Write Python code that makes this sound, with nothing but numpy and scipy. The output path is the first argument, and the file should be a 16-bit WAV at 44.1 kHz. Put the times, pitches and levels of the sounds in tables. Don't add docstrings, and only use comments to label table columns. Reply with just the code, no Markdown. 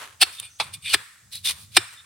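import sys
import numpy as np
from scipy import signal
from scipy.fft import rfft, irfft, next_fast_len
from scipy.io import wavfile
from scipy.ndimage import map_coordinates

SR = 44100
rng = np.random.default_rng(int(sys.argv[2]) if len(sys.argv) > 2 else 0)


def master(y):
    cut = np.clip(np.atleast_2d(y).T, -1, 1)
    pcm = np.round(cut * 32767)
    wavfile.write(sys.argv[1], SR, pcm.astype(np.int16))


N = 90404

# (time [s], level [dB])
RUMBLE_LEVEL = [(0.0, -68), (0.27, -61), (0.39, -69), (0.4, -58), (0.58, -69), (0.62, -53), (0.79, -50),
                (0.81, -69), (0.84, -50), (0.91, -61), (0.96, -43), (1.07, -76), (1.21, -69), (1.24, -58),
                (1.76, -52), (1.78, -42), (1.86, -66), (2.05, -68)]
# (frequency [Hz], level [dB])
RUMBLE_SPECTRUM = [(25, -44), (50, -25), (75, -4), (100, 0), (140, -9), (200, -17), (300, -32), (1000, -66)]
# (frequency [Hz], level [dB])
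HISS_SPECTRUM = [(200, -16), (500, -21), (1500, -17), (2800, -27), (4000, -18), (6000, -13), (7800, -10),
                 (10000, -19), (16000, -23)]
# (time [s], length [s], fall [s per 20 dB], level [dB], tilt [dB/octave])
CRUMBS = [(.005, .02, .14, -38, .3), (.268, .012, .07, -42, -1.8), (.4, .03, .08, -53, -1.5),
          (.635, .05, .07, -46, -1), (.99, .02, .06, -51, -3), (1.496, .01, .025, -40, -1),
          (1.53, .06, .1, -55, -1), (1.815, .01, .035, -44, -3.5), (1.933, .012, .03, -48, 3)]
# (frequency [Hz], level [dB])
CRUMB_SPECTRUM = [(150, -28), (400, -12), (700, -11), (1100, -2), (2000, -6), (3700, -10), (5500, -17),
                  (10000, -15), (16000, -28)]
CUTS = [(.2168, .0145, .009, -10, 1.4, 2620, 3390, 4430), (.9405, .0055, .011, -10, .4, 2400, 3470, 4310),
        (1.768, .005, .003, -5.5, -.1, 2380, 3690, 5210)]
# (frequency [Hz], level [dB])
FRACTURE_SPECTRUM = [(100, -58), (250, -48), (560, -29), (740, -11), (1000, -13), (1650, -5), (2000, -8),
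                     (2600, -3), (3550, -2), (4100, -4), (5300, -4), (6200, -17), (7000, -16), (7700, -8),
                     (8700, -7), (11000, -12), (13200, -21), (15100, -17), (16000, -25)]
# (frequency [Hz], width [Hz], level [dB])
WEDGED_MODES = [(760, 100, -6), (1335, 70, -4), (1570, 80, -5), (2870, 60, -2), (3060, 70, -2),
                (3740, 60, 1), (4265, 50, -1), (8700, 60, -1), (8950, 50, -4)]
# (time [s], level [dB])
KNOCKS = [(.2295, -31), (.9455, -21), (1.7742, -17.5)]
# (frequency [Hz], level [dB], decay [s per 60 dB])
BLOCK_MODES = [(105, -19, .17), (328, -1.5, .04), (388, 2.5, .038), (690, -8, .035), (850, -9, .035),
               (1310, -4, .04), (1750, 1, .026), (2330, -5, .035), (2990, -7, .035)]
# (time [s], length [s], fall [s per 20 dB], rasp [dB], ring [dB], tilt [dB/octave])
SCRAPES = [(.33, .062, .02, -46, -54, 2.3), (.424, .03, .04, -54, -40, 1.8), (.596, .05, .06, -45, -43, 2),
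           (.737, .008, .026, -37.5, -37, 1.5), (.825, .015, .02, -54, -45, 3),
           (.849, .038, .03, -40, -33, -.8), (.894, .04, .015, -31.5, -33, -.8),
           (1.325, .04, .06, -39, -50, 1.8), (1.449, .008, .02, -33, -36, 3),
           (1.456, .053, .026, -24, -33, .6), (1.55, .09, .05, -49, -61, 3.5),
           (1.722, .02, .02, -49, -60, 0), (1.749, .011, .01, -38, -44, 0),
           (1.763, .004, .008, -27, -32, 0)]
# (frequency [Hz], level [dB])
RASP_SPECTRUM = [(200, -32), (700, -29), (1250, -20), (1700, -15), (2500, -8), (3200, -8), (3800, -3),
                 (5000, -7), (7000, -16), (8800, -9), (11800, -12), (13200, -26), (15000, -16),
                 (16000, -24)]
# (frequency [Hz], width [Hz], level [dB])
BLADE_MODES = [(2210, 28, -5), (2440, 45, 0), (2900, 150, -9), (3560, 65, 1), (4450, 80, -6),
               (5070, 40, -14), (7760, 60, -8), (8700, 70, -4), (8950, 90, -6), (9350, 90, -10),
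               (10800, 60, -15), (11650, 60, -13)]
# (time [s], length [s], pitch [Hz], glide [Hz], waver [Hz], level [dB])
SQUEAKS = [(.388, .012, 3570, 0, 70, -39), (.503, .08, 6080, 180, 340, -57),
           (.858, .027, 2400, 80, 150, -32.5), (.86, .05, 3520, -170, 250, -35.5),
           (.897, .035, 4480, -90, 120, -35), (.903, .022, 2880, 30, 110, -34),
           (1.329, .052, 4020, 0, 310, -40), (1.457, .028, 3720, -190, 115, -27),
           (1.975, .03, 3590, 0, 110, -50)]
# (time [s], level [dB])
SNAPS = [(.3995, -21), (.739, -34), (1.333, -32), (1.3515, -33), (1.356, -31), (1.4945, -25)]
# (frequency [Hz], level [dB])
SNAP_SPECTRUM = [(300, -30), (1500, -18), (3700, 0), (6200, -12), (9000, 2), (11500, -1), (16000, -12)]
# (time [s], length [s], fall [s per 20 dB], level [dB], tilt [dB/octave])
TAPS = [(.6005, .003, .009, -16.5, -.2), (.6065, .004, .022, -21, .2)]
# (frequency [Hz], level [dB])
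HOOF_SPECTRUM = [(60, -40), (120, -19), (340, -20), (520, -11), (720, -6), (990, 3.5), (1400, -9),
                 (1800, -14), (2220, 0), (2800, -5), (3050, -11), (3300, -1), (3900, 0), (5800, -16),
                 (7000, -21), (9000, -15), (16000, -35)]
# (frequency [Hz], decay [s per 60 dB])
ECHO_DECAY = [(150, .4), (500, .28), (900, .55), (1400, .82), (2600, .68), (4000, .7), (9000, .86),
              (15000, .75)]
# (frequency [Hz], level [dB])
ECHO_SPECTRUM = [(100, -19), (400, -29), (750, -24), (1100, -15.5), (1900, -17), (2600, -21), (5000, -22.5),
                 (6500, -17.5), (9000, -20.5), (15000, -21)]
# (frequency [Hz], left-right likeness [0-1])
CLOSE_IMAGE = [(300, .92), (1000, .75), (2600, .96), (4500, .62), (7000, .55), (9000, .85), (14000, .85)]
# (frequency [Hz], left-right likeness [0-1])
WIDE_IMAGE = [(100, .93), (400, .8), (1200, .25), (2600, .55), (5000, .25), (14000, .3)]
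# (frequency [Hz], left minus right [dB])
PORT_BALANCE = [(150, -1), (350, -2), (700, -4), (1300, -2), (2400, 0), (16000, .3)]
# (frequency [Hz], left lead [rad])
PORT_PHASE = [(2800, 0), (4500, .5), (6000, 0), (7200, -2), (8500, 0), (9700, .1), (13000, 2.8), (15500, 1)]

CRACKS_PER_S, STROKE_RISE_S = 5000, .013


def amp(db):
    return 10 ** (np.asarray(db) / 20)


def unit(x):
    return x / np.sqrt(np.mean(x ** 2) + 1e-20)


def along(points, hz):
    freqs, values = np.transpose(points)
    return np.interp(np.log(hz + 1), np.log(freqs + 1), values)


def wobble(per_s):
    return map_coordinates(rng.standard_normal(N), [np.arange(N) * per_s / SR], order=1)


def filtered(x, response):
    size = 2 * next_fast_len(N)
    return irfft(rfft(x, size) * response(np.fft.rfftfreq(size, 1 / SR)), size)[..., :N]


def tilted(hz, tilt_db):
    return amp(tilt_db * np.log2(np.maximum(hz, 1000) / 3000))


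def colour(spectrum, tilt_db):
    def response(hz):
        gain = amp(along(spectrum, hz)) * tilted(hz, tilt_db)
        cepstrum = irfft(np.log(np.maximum(gain, 1e-6)))
        half = len(cepstrum) // 2
        cepstrum[1:half] *= 2
        cepstrum[half + 1:] = 0
        return np.exp(rfft(cepstrum))
    return response


def resonance(hz, centre_hz, width_hz):
    return 1j * hz * width_hz / (centre_hz ** 2 - hz ** 2 + 1j * hz * width_hz)


def ringing(modes, tilt_db):
    return lambda hz: tilted(hz, tilt_db) * sum(
        (-1) ** k * amp(db) * resonance(hz, centre, width) for k, (centre, width, db) in enumerate(modes))


def stereo(pair, image):
    def weights(hz):
        angle = np.arccos(np.clip(along(image, hz), -1, 1)) / 2
        return np.array([np.cos(angle), np.sin(angle)])
    mid, side = filtered(pair, weights)
    return np.array([mid + side, mid - side])


def swell(start, length, rise, fall):
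    t = np.arange(N) / SR - start
    return 10 ** (np.minimum(t, 0) / rise - np.maximum(t - length, 0) / fall)


def crackle(envelope, per_s, body, image):
    hits = rng.random(N) < per_s / SR
    impulses = hits * rng.choice([-1, 1], (2, N)) * amp(3 * rng.standard_normal(N))
    drive = unit(impulses) + .35 * rng.standard_normal((2, N))
    return stereo(filtered(drive * envelope, body), image) / np.std(filtered(drive, body))


def wide_noise(spectrum):
    noise = filtered(rng.standard_normal((2, N)), lambda hz: amp(along(spectrum, hz)))
    return unit(stereo(noise, WIDE_IMAGE))


def background(hiss_db=-60):
    rumble_db = np.interp(np.arange(N) / SR, *np.transpose(RUMBLE_LEVEL))
    return amp(rumble_db) * wide_noise(RUMBLE_SPECTRUM) + amp(hiss_db) * wide_noise(HISS_SPECTRUM)


def crumbs(rise_s=.02, per_s=1500):
    out = np.zeros((2, N))
    for start, length, fall, db, tilt in CRUMBS:
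        shower = amp(db) * swell(start, length, rise_s, fall)
        out += crackle(shower, per_s, colour(CRUMB_SPECTRUM, tilt), WIDE_IMAGE)
    return out


def cuts(fall_s=.009, dulling_db_per_octave=3, fracture_db=-2, wedged_db=-6, blade_db=-5.5):
    out = np.zeros((2, N))
    for start, length, rise, db, tilt, *rings in CUTS:
        burst = amp(db) * swell(start, length, rise, fall_s)
        depth = np.clip((np.arange(N) / SR - start) / length, 0, 1)
        entering = colour(FRACTURE_SPECTRUM, tilt + dulling_db_per_octave / 2)
        leaving = colour(FRACTURE_SPECTRUM, tilt - dulling_db_per_octave / 2)
        blade = ringing([(hz, 90, 0) for hz in rings], 0)
        for part_db, share, body in ((fracture_db, 1 - depth, entering),
                                     (fracture_db, depth, leaving),
                                     (wedged_db, 1 - depth ** 2, ringing(WEDGED_MODES, tilt)),
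                                     (blade_db, 1, blade)):
            out += amp(part_db) * crackle(burst * np.sqrt(share), CRACKS_PER_S, body, CLOSE_IMAGE)
    return out


def knocks(attack_cycles=1.45, detune=.025, crack_db=15, crack_hz=1700, crack_s=.0008):
    out = np.zeros(N)
    for start, db in KNOCKS:
        t = np.maximum(np.arange(N) / SR - start, 0)
        out += (t > 0) * amp(db + crack_db) * np.cos(2 * np.pi * crack_hz * t) * np.exp(-t / crack_s)
        for hz, mode_db, t60 in BLOCK_MODES:
            pitch = hz * (1 + detune * rng.normal())
            ring = np.sin(2 * np.pi * (pitch * t + rng.random()))
            decay = amp(db + mode_db + rng.normal(0, 1) - 60 * t / t60)
            attack = 1 - np.exp(-(t * hz / attack_cycles) ** 2)
            out += attack * decay * ring
    return out


def scrapes(slips_per_s=4000, grip_db=1.7, grip_per_s=200):
    out = np.zeros((2, N))
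    for start, length, fall, rasp_db, ring_db, tilt in SCRAPES:
        stroke = swell(start, length, STROKE_RISE_S, fall) * amp(grip_db * wobble(grip_per_s))
        out += amp(rasp_db) * crackle(stroke, slips_per_s, colour(RASP_SPECTRUM, tilt), WIDE_IMAGE)
        out += amp(ring_db) * crackle(stroke, slips_per_s, ringing(BLADE_MODES, tilt), CLOSE_IMAGE)
    return out


def squeaks(fall_s=.018, rough_db=4, waver_per_s=1200):
    out, t = np.zeros(N), np.arange(N) / SR
    for start, length, hz, glide_hz, waver_hz, db in SQUEAKS:
        advance = np.clip((t - start) / length, 0, 1)
        pitch = hz + glide_hz * advance + waver_hz * wobble(waver_per_s)
        roughness = amp(rough_db * wobble(waver_per_s))
        note = unit(np.sin(2 * np.pi * np.cumsum(pitch) / SR) * roughness)
        out += amp(db) * swell(start, length, STROKE_RISE_S, fall_s) * note
    return out


def snaps(rise_s=.0007, fall_s=.005):
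    ticks = sum(amp(db) * swell(start, 0, rise_s, fall_s) for start, db in SNAPS)
    return crackle(ticks, CRACKS_PER_S, colour(SNAP_SPECTRUM, 0), CLOSE_IMAGE)


def taps(rise_s=.002):
    out = np.zeros((2, N))
    for start, length, fall, db, tilt in TAPS:
        contact = amp(db) * swell(start, length, rise_s, fall)
        out += crackle(contact, CRACKS_PER_S, colour(HOOF_SPECTRUM, tilt), CLOSE_IMAGE)
    return out


def yard_echo(source, walls_db=-20, walls_t60_s=.09, smear_hz=120, smear_per_s=300):
    def reflected(impulse):
        impulse = impulse / np.linalg.norm(impulse[0])
        return signal.fftconvolve(source.mean(0)[None], impulse, axes=1)[:, :N]
    hz, t, bands = signal.stft(rng.standard_normal((2, SR)), SR, nperseg=256)
    decay = amp(-60 * t / along(ECHO_DECAY, hz)[:, None])
    tail = signal.istft(bands * decay, SR, nperseg=256)[1]
    walls = rng.standard_normal((2, SR)) * amp(-60 * np.arange(SR) / SR / walls_t60_s)
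    drift = np.exp(2j * np.pi * np.cumsum(smear_hz * wobble(smear_per_s)) / SR)
    blurred = np.real(signal.hilbert(reflected(tail)) * drift)
    diffuse = filtered(blurred, lambda f: amp(along(ECHO_SPECTRUM, f)))
    return stereo(diffuse + amp(walls_db) * reflected(walls), WIDE_IMAGE)


def scene():
    work = crumbs() + cuts() + knocks() + scrapes() + squeaks() + snaps() + taps()
    return work + yard_echo(work) + background()


def record(dry, ceiling=1.05, top_hz=16100):
    half = np.array([[1], [-1]]) / 2

    def ports(hz):
        return amp(half * along(PORT_BALANCE, hz)) * np.exp(1j * half * along(PORT_PHASE, hz))
    picked_up = filtered(dry, ports)
    rounded = picked_up / (1 + np.abs(picked_up / ceiling) ** 6) ** (1 / 6)
    return filtered(rounded, lambda hz: hz < top_hz)


dry = scene()
out = record(dry)
master(out)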